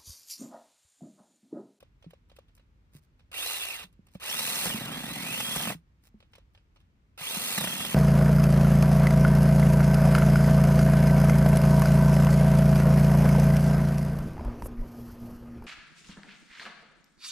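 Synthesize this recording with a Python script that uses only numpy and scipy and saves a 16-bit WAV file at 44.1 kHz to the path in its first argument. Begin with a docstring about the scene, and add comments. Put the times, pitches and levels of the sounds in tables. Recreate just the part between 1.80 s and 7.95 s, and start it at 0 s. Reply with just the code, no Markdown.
"""Light ticks and dull knocks come first: a stopped chain touches the bark, a log rocks on a wooden deck.
Then a small battery chainsaw runs in three short bursts. Its gears whine and the chain rattles round
the bar; when the cutters bite, the motor sags and the log drums. Between bursts, more ticks and scuffs.
Outdoors, close to the log, on a two-port stereo microphone, with a faint rumble far off."""
import sys
import numpy as np
from scipy import signal
from scipy.fft import rfft, irfft, next_fast_len
from scipy.io import wavfile
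from scipy.ndimage import uniform_filter1d

SR = 44100
rng = np.random.default_rng(int(sys.argv[2]) if len(sys.argv) > 2 else 0)


def int16_out(signal):
    """Quantize to a 16-bit WAV file."""
    q = np.round(np.clip(np.atleast_2d(signal).T, -1, 1) * 32767)
    wavfile.write(sys.argv[1], SR, q.astype(np.int16))


N = 271038
T = np.arange(N) / SR

# trigger pulls: pull t/s, release t/s, drive level/dB, log contact level/dB, slack chain clack level/dB
BURSTS = [(1.516, 2.039, -2, -70.5, -35), (2.399, 3.921, 1, -40.5, -39), (5.377, 6.138, -0.5, -40.5, -31.5)]
# the drive's answer to each pull: spin-up time constant/s, gear whine trim/dB, chain ring trim/dB
SPIN_UPS = [(.067, .5, 1.5), (.096, -1, -3), (.078, 0, 1.5)]
# drag on the motor, one curve per burst: t/s, share of speed lost
MOTOR_DRAG = [
    [(1.72, 0), (1.8, .205), (1.825, .23), (1.865, .38), (1.915, .41), (2, .68), (2.035, .77)],
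    [(2.85, .02), (2.91, .29), (3, .55), (3.09, .7), (3.13, .635), (3.2, .625), (3.32, .55), (3.42, .52),
     (3.5, .42), (3.55, .38), (3.6, .28), (3.73, .245), (3.86, .31), (3.93, .55)],
    [(5.75, 0), (5.86, .28), (5.99, .245), (6.05, .26), (6.085, .32), (6.14, .28)],
]
# cutters snag in the wood: t/s, crunch level/dB, snap level/dB, log jolt level/dB
SNAGS = [(2.855, -22, -26, -21.5), (2.867, -24.5, -31, -16.5), (2.9, -23.5, -38.5, -28),
         (3.602, -24, -40, -29.5), (3.761, -22, -28, -19), (3.802, -26.5, -40, -29.5),
         (3.823, -30, -35, -24.5), (3.853, -25.5, -47, -29), (3.872, -24, -40, -16.5),
         (3.901, -21.5, -46, -21), (3.921, -30, -46, -29.5), (5.409, -34.5, -39.5, -31),
         (5.778, -18.5, -25, -15), (5.811, -24.5, -28, -16.5), (5.84, -21.5, -28.5, -22),
         (5.872, -22.5, -55, -21), (5.931, -29, -41, -26.5), (5.955, -29.5, -53, -23),
         (6.003, -27, -48, -25), (6.047, -25, -59, -42), (6.114, -29, -44, -29)]
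# dry links chirp in the groove: t/s, level/dB
CHIRPS = [(2.497, -30), (2.588, -30), (2.755, -35)]
# the stopped chain touches the bark, then the bar drops into the cut:
# t/s, click level/dB, bright edge level/dB, drop delay/s, hollow ring level/dB
TOUCHES = [(.005, -44.5, -57, .022, -49), (0.225, -44.5, -73, 0.018, -54), (.307, -45, -61, 0.027, -49),
           (.498, -45.5, -65, .018, -58), (.565, -44, -54.5, .022, -47.5), (.683, -56, -80, 0.0089, -76),
           (0.751, -62, -58, 0.015, -84), (0.777, -50, -68, 0.019, -67), (1.394, -51.5, -74, 0.01, -72),
           (2.127, -60, -70, 0.0088, -89), (2.268, -50, -61, 0.017, -82), (2.35, -43.5, -59, 0.0032, -45.5),
           (4.403, -45, -76, .023, -62), (4.534, -40.5, -78, 0.018, -69), (4.555, -48, -59, .027, -54),
           (4.749, -44.5, -80, 0.026, -71), (4.96, -49, -82, 0.0089, -71), (5.002, -58.5, -72, .01, -83)]
# the log rocks on the deck: t/s, level/dB, f/Hz, t60/s
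KNOCKS = [(0.264, -37, 168, 0.12), (1.151, -40, 146, 0.093), (2.041, -45.5, 182, 0.11),
          (2.192, -39.5, 188.7, 0.035), (2.353, -29.5, 187, 0.043), (2.945, -23.5, 212, 0.07),
          (3.95, -37, 163, 0.14), (4.343, -42.5, 212, 0.093), (5.57, -29, 187.6, 0.059)]
# the bar scuffs along the cut: t/s, length/s, level/dB
SCUFFS = [(1.161, 0.032, -58.5), (1.239, 0.029, -75), (2.344, .045, -66.5), (4.26, 0.032, -60)]

# spectra and filter curves: f/Hz, level/dB
RATTLE_SPECTRUM = [(150, -33.5), (300, -12.5), (560, -4), (900, -6), (1250, -5.5), (1550, -5), (2300, -5),
                   (3200, 0.5), (4200, -4.5), (5200, -17), (7000, -15.5), (10000, -33.5)]  # links in the groove
HISS_SPECTRUM = [(2500, -30), (4500, -4), (5300, -3), (6300, -1), (7500, -1), (9500, 0), (13000, -.5),
                 (14700, -4), (15700, -9)]  # bright steel contacts
BITE_SPECTRUM = [(120, -4.5), (250, -6.5), (400, -3), (560, 2), (1200, -1), (1550, -5), (1950, -0.5),
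                 (3000, -13), (5000, -21), (14000, -20)]  # tearing wood
TICK_SPECTRUM = [(300, -11.5), (700, 1.5), (1200, 1), (2000, -1), (3000, 5.5), (5000, -7), (9000, -20),
                 (15000, -40.5)]  # chain on bark
AIR_SPECTRUM = [(15, -23.5), (25, 3.5), (76, -4.5), (248, -18.5), (415, -28.5), (573, -33.5), (751, -37.5),
                (883, -35.5), (1640, -38.5), (2210, -39), (3600, -44.5), (6520, -51), (11500, -61),
                (13500, -56), (15900, -76.5)]  # outdoor background
GEAR_COVER = [(3600, 0), (4100, -1.5), (4450, -4.5), (5500, -16)]  # the cover muffles the highest whine
# resonances: f/Hz, width/Hz, level/dB
HOUSING_MODES = [(740, 40, -7.5), (910, 60, -5), (1233, 120, -6.5), (1975, 51, 0.5), (2360, 55, -4),
                 (2690, 160, -3), (3320, 270, -13)]
GEARBOX_MODES = [(1350, 400, -8), (2700, 550, 1), (3330, 400, .5), (3950, 700, -7)]
CHAIN_MODES = [(2775, 150, 1.5), (3640, 320, -10)]
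CHIRP_MODES = [(5550, 350, 7), (6030, 500, -10)]
LOG_MODES = [(141.2, 23, -4.5), (175, 32, 1.5), (217.6, 35, 3), (262, 46, -14.5)]
# modes of the tapped bar: f/Hz, level/dB, t60/s
BAR_MODES = [(542.6, 9, 0.021), (647, -11, 0.024), (1140, -4, 0.017)]

# phase between the microphone ports: f/Hz, left lead/rad
PORT_PHASE = [(0, 0), (690, 1.17), (1890, 0.62), (3270, 3.5), (4130, 1.51), (6120, 4.5), (7240, 3.5),
              (8350, 0.5), (10300, 0.5), (11000, -3), (12200, -3.3), (12900, -6.5), (15000, -5.5),
              (15600, -9.5)]
# balance between the ports: f/Hz, left over right/dB
PORT_BALANCE = [(60, 0.5), (400, -2.5), (750, 1), (1250, 3), (1900, -3.5), (3300, -2.5), (5500, -3),
                (7000, 0), (15000, 0)]
# scattered sound, unlike in the two ports: f/Hz, share of power
SCATTER = [(100, .01), (300, .04), (700, 0.29), (2000, 0.38), (3200, 0.2), (4800, 0.9), (7000, 0.38),
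           (9000, .04), (11000, .004), (12200, .004), (15000, .04)]

FREE_MESH_HZ, CREEP_MESH_HZ = 4463, 480  # gear teeth meshing: running free, at the first jerk
TEETH_PER_LINK = 48  # gear teeth that mesh while one chain link passes
BRAKE_S, ENGAGE_S = .025, .0073  # time constants: the motor stops, the chain starts to move
RATTLE_DB, RATTLE_DB_PER_OCTAVE = -39, 5  # base gain at free speed, change with speed
HISS_DB, HISS_DB_PER_OCTAVE = -33.5, 9
WHINE_LOAD_DB = 7  # extra whine at full load
SKIM_DB, LOWER_S = -8, .19  # drumming from skimming the bark, against full load; time to lower the bar


def saw():
    """The running saw, close by: chain, gears and cutters are all paced by the motor."""
    mesh_hz, rattle_gain, whine_gain, hiss_gain, cut_gain, ring_gain = motor()
    mesh_hz = mesh_hz * (1 + .005 * drift(45))
    teeth = np.cumsum(mesh_hz) / SR
    rattle, hiss = chain(teeth, mesh_hz)
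    tearing, drumming = cutters(teeth)
    # the slack chain slaps the bar and rings in spurts; wood pressing on it damps the ring
    undamped = rattle_gain / (rattle_gain + from_db(8) * cut_gain + 1e-9)
    spurts = from_db(3.3 * drift(50))
    ring = undamped * spurts * even(resonate(grains(500, spread_db=2.5), CHAIN_MODES), window_s=.04)
    drive = from_db(3.5) * rattle_gain * rattle + ring_gain * ring + whine_gain * gears(teeth, mesh_hz)
    surge = from_db(.5 * drift(39.65))  # the slack chain whips, so the noise swells and fades
    cutting = from_db(-5) * tearing + from_db(-1) * drumming
    return surge * (drive + hiss_gain * hiss) + cut_gain * cutting


def motor(coast_t60=.11):
    """Pulls spin the motor up, load drags it down: mesh/Hz, then rattle, whine, hiss, cut, ring gains."""
    mesh_hz, gains = np.full(N, float(CREEP_MESH_HZ)), np.zeros((5, N))
    for burst, (spin_up_s, whine_db, ring_db), drag in zip(BURSTS, SPIN_UPS, MOTOR_DRAG):
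        pull, release, db, contact_db, _ = burst
        held, coasting = np.clip(T - pull, 0, release - pull), np.maximum(T - release, 0)
        load = np.clip(np.interp(T, *np.transpose(drag)), 0, .9)
        spun = 1 - np.exp(-held / spin_up_s)
        hz = (CREEP_MESH_HZ + (FREE_MESH_HZ - CREEP_MESH_HZ) * spun) * (1 - load)
        mesh_hz += (hz - CREEP_MESH_HZ) * np.exp(-coasting / BRAKE_S) * (T > pull)
        octaves = np.log2(hz / FREE_MESH_HZ)
        rattle = from_db(db + RATTLE_DB + RATTLE_DB_PER_OCTAVE * octaves)
        whine = rattle * from_db(whine_db + WHINE_LOAD_DB * load)
        hiss = from_db(db + HISS_DB + HISS_DB_PER_OCTAVE * octaves)
        cut = from_db(contact_db) * (from_db(SKIM_DB) * np.clip(held / LOWER_S, 0, 1) ** 2 + load)
        running = (1 - np.exp(-held / ENGAGE_S)) * from_db(-60 * coasting / coast_t60)
        gains += running * np.array([rattle, whine, hiss, cut, rattle * from_db(ring_db)])
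    return mesh_hz, *gains


def chain(teeth, mesh_hz, contacts_per_tooth=2.2):
    """Links clatter in the bar groove, harder each time one rounds the sprocket: (rattle, hiss)."""
    throb = from_db(1.7 * np.cos(2 * np.pi * teeth / TEETH_PER_LINK) + .9 * drift(150) + 1.5 * drift(700))
    per_s = contacts_per_tooth * mesh_hz + 1200
    clatter = colour(throb * grains(per_s, spread_db=3), RATTLE_SPECTRUM)
    # each panel of the housing buzzes more or less as the grip and load change
    buzz = sum(from_db(5.1 * drift(45)) * resonate(clatter, [mode]) for mode in HOUSING_MODES)
    hiss = colour(throb * grains(2 * per_s, spread_db=4.5), HISS_SPECTRUM)
    return even(clatter + buzz, window_s=.063), even(hiss, window_s=.051)


def gears(teeth, mesh_hz, rasp_db=-1.5, rasp_spread_hz=597.6):
    """Tooth mesh and its octave sing through the gearbox resonances; backlash rasps around the pitch."""
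    phase = 2 * np.pi * teeth + .28 * drift(420) + .5 * drift(80)
    mesh = np.sin(phase) + from_db(-4) * np.sin(2 * phase)
    spurts = rms_one(from_db(2 * drift(55) + 2.2 * drift(240)))
    rasp = from_db(rasp_db) * drift(rasp_spread_hz) * np.sin(phase + drift(rasp_spread_hz))
    # the teeth press harder, and whine louder, while the motor gathers speed
    hz_per_s = uniform_filter1d(np.gradient(mesh_hz) * SR, SR // 20)
    torque = from_db(3.5 * np.clip(hz_per_s / 14000, 0, 1))
    return colour(resonate(mesh * spurts * torque + rasp, GEARBOX_MODES), GEAR_COVER)


def cutters(teeth, spread_db=3, kick_decay_s=.005):
    """Cutters catch unevenly; each tears off a chip and kicks the log: (tearing, drumming)."""
    link = np.floor(teeth / TEETH_PER_LINK + .6 * drift(160))
    kicks = (np.diff(link, prepend=0) != 0) * from_db(spread_db * np.clip(rng.standard_normal(N), -2, 2))
    force = signal.lfilter([1], [1, -np.exp(-1 / (kick_decay_s * SR))], kicks + 1e-18)
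    tearing = colour(force * grains(5000, spread_db=5), BITE_SPECTRUM)
    drumming = resonate(force * rng.standard_normal(N), LOG_MODES)
    drumming = colour(drumming, [(60, -19.5), (130, 4.5), (270, 4), (450, -9.5), (900, -24.5)])
    return even(tearing, window_s=.045), even(drumming, window_s=.044)


def snags(jolt_hz=190, jolt_spread=.18):
    """A caught cutter splinters the wood with a crunch and a snap, and jolts the log at a varying pitch."""
    s, crunch_db, snap_db, jolt_db = np.transpose(SNAGS)
    splinters = even(colour(grains(9000, spread_db=1), BITE_SPECTRUM), window_s=.0035)
    crunch = blows(s, crunch_db, rise_s=.002, t60=.028) * splinters
    bright = rms_one(colour(grains(6900, spread_db=0), HISS_SPECTRUM))
    snap = blows(s - .002, snap_db, rise_s=.002, t60=.046) * bright
    pitches = jolt_hz * (1 + jolt_spread * rng.uniform(-1, 1, len(s)))
    jolt = sum(blows([at], [db], rise_s=.01, t60=.054) * np.sin(2 * np.pi * hz * (T - at))
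               for at, db, hz in zip(s, jolt_db, pitches))
    return from_db(1.5) * crunch + from_db(3) * snap + jolt


def chirps():
    """Steel slips on steel and squeaks briefly."""
    squeak = even(resonate(rng.standard_normal(N), CHIRP_MODES), window_s=.0049)
    return blows(*np.transpose(CHIRPS), rise_s=.0018, t60=.053) * squeak


def knocks(upper_ratio=1.62, upper_db=-5):
    """The log thuds on the boards: one low mode and a shorter one above it."""
    out = np.zeros(N)
    for s, db, hz, t60 in KNOCKS:
        phase = 2 * np.pi * hz * (T - s)
        out += blows([s], [db], rise_s=.00091, t60=t60) * np.sin(phase)
        out += blows([s], [db + upper_db], rise_s=.0023, t60=.32 * t60) * np.sin(upper_ratio * phase)
    return out


def ticks():
    """A light touch of the chain: woody click, bright steel edge, hollow ring of the bar."""
    s, db, ring_db, edge_db = np.transpose(contacts())
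    click = even(colour(grains(9800, spread_db=3.5), TICK_SPECTRUM), window_s=.0093)
    # bark gives way, so each contact swells over a moment
    contact = blows(s - .001, db, rise_s=.003, t60=.024)
    scrape = blows(s - .001, edge_db, rise_s=.002, t60=.024)
    woody = click * (from_db(-2) * contact + from_db(-23.5) * blows(s, db, rise_s=.01, t60=.2))
    edge = from_db(5) * scrape * rms_one(colour(grains(9000, spread_db=13), HISS_SPECTRUM))
    taps = np.zeros(N)
    taps[(np.abs(s) * SR).astype(int)] = from_db(ring_db)
    age = T[:SR // 5]
    bar = sum(from_db(level - 60 * age / t60) * np.sin(2 * np.pi * hz * age)
              for hz, level, t60 in BAR_MODES)
    ring = signal.fftconvolve(taps, bar * (1 - np.exp(-age / .0012)))[:N]
    return woody + edge + from_db(3.5) * ring


def contacts(ring_offset_db=-25.5):
    """Each touch and its softer drop, and a clack for each pull: t/s, click/dB, ring/dB, edge/dB."""
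    first = [(s, db, db + ring_offset_db, edge_db) for s, db, edge_db, _, _ in TOUCHES]
    drops = [(s + delay, db - 5, ring_db, edge_db - 7) for s, db, edge_db, delay, ring_db in TOUCHES]
    clacks = [(pull, db, db + ring_offset_db, db - 14.5) for pull, *_, db in BURSTS]
    return first + drops + clacks


def scuffs(touch_drag_s=.02, touch_drag_db=-32.5):
    """Steel drags briefly over bark grains; every touch drags a little too."""
    drags = [(s, touch_drag_s, db + touch_drag_db) for s, db, *_ in TOUCHES]
    swell = sum(from_db(db) * np.exp(-2 * ((T - s) / length) ** 2) for s, length, db in SCUFFS + drags)
    bark = colour(grains(2500, spread_db=10.5), [(300, 3.5), (900, 2), (3000, 3), (7000, 0), (14000, -1.5)])
    return swell * rms_one(bark)


def deck(x, scatter_t60=.039):
    """Direct sound meets the microphone ports out of step; boards, log and hands scatter the rest."""
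    age = T[:SR // 10]
    echoes = rng.standard_normal(len(age)) * from_db(-60 * age / scatter_t60)
    size = next_fast_len(N + SR // 5)
    hz = np.arange(size // 2 + 1) * SR / size
    scattered = signal.hilbert(signal.fftconvolve(x, echoes / np.linalg.norm(echoes)), size)[:N]
    shifting = np.real(scattered * np.exp(2j * drift(90)))  # moving hands shift the paths
    share = np.clip(np.interp(hz, *np.transpose(SCATTER)), 0, 1) / 2
    mid, side = np.sqrt(1 - share) * rfft(x, size), np.sqrt(share) * rfft(shifting, size)
    balance = from_db(np.interp(hz, *np.transpose(PORT_BALANCE)) / 2)
    lead = balance * np.exp(.5j * np.interp(hz, *np.transpose(PORT_PHASE)))
    return irfft([(mid + side) * lead, (mid - side) / lead], size)[:, :N]


def air(mid_db=-60.5):
    """Quiet open air: a far rumble, alike in both channels, under faint diffuse hiss."""
    mid, side = colour(rng.standard_normal((2, N)), AIR_SPECTRUM)
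    side = colour(side, [(60, -15.5), (250, -10.5), (1000, 2.5), (5000, -.5)])
    return from_db(mid_db) * (mid + side * [[1], [-1]]) / np.std(mid)


def from_db(db):
    """Decibels to gain."""
    return 10 ** (np.asarray(db) / 20)


def rms_one(x):
    """Scale to unit rms."""
    return x / np.sqrt(np.mean(x ** 2) + 1e-20)


def drift(hz):
    """A random wander of rms 1 that turns about hz times a second."""
    knots = rng.standard_normal(20000)
    return rms_one(np.interp(T * hz, np.arange(len(knots)), knots))


def colour(x, spectrum):
    """Causal (minimum-phase) filter from rows of f/Hz, level/dB."""
    size = 2 * next_fast_len(N // 2 + 4096)
    hz, db = np.transpose(spectrum)
    grid = np.arange(size // 2 + 1) * SR / size
    gain = from_db(np.interp(np.log(grid + 1), np.log(hz + 1), db))
    cepstrum = irfft(np.log(gain))
    cepstrum[1:size // 2] *= 2
    cepstrum[size // 2 + 1:] = 0
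    return irfft(rfft(x, size) * np.exp(rfft(cepstrum)))[..., :N]


def resonate(x, modes):
    """Parallel resonances from rows of f/Hz, width/Hz, level/dB."""
    out = 0
    for hz, width, db in modes:
        r = np.exp(-np.pi * width / SR)
        feedback = [1, -2 * r * np.cos(2 * np.pi * hz / SR), r * r]
        out = out + from_db(db) * (1 - r * r) / 2 * signal.lfilter([1, 0, -1], feedback, x + 1e-18)
    return out


def grains(per_s, spread_db):
    """Tiny contacts at random moments, of uneven size; rms 1."""
    impulses = (rng.random(N) < per_s / SR) * rng.choice([-1, 1], N)
    return rms_one(impulses * from_db(spread_db * np.clip(rng.standard_normal(N), -2, 2)))


def even(x, window_s):
    """Hold the slow level at rms 1 and keep the fast grain."""
    power = np.abs(uniform_filter1d(x ** 2, max(int(window_s * SR), 2)))
    return x / np.sqrt(power + 1e-6 * np.mean(x ** 2))


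def blows(times, levels_db, rise_s, t60):
    """Envelope of hits that swell quickly and die away."""
    out = np.zeros(N)
    for s, db in zip(times, levels_db):
        start = max(int(s * SR), 0)
        age = T[:min(N - start, SR // 3)]
        out[start:start + len(age)] += from_db(db - 60 * age / t60) * (1 - np.exp(-age / rise_s))
    return out


def scene():
    """Saw, log and handling close by on the deck, with open air behind."""
    return deck(saw() + snags() + ticks() + scuffs() + knocks() + chirps()) + air()


def record(dry, low_cut_hz=41, high_cut_hz=15700):
    """The microphone's deepest rumble and very top are cut."""
    dry = signal.sosfilt(signal.butter(6, low_cut_hz, "high", fs=SR, output="sos"), dry)
    return signal.sosfilt(signal.ellip(10, .1, 80, high_cut_hz, fs=SR, output="sos"), dry)


dry = scene()
out = record(dry)
int16_out(out)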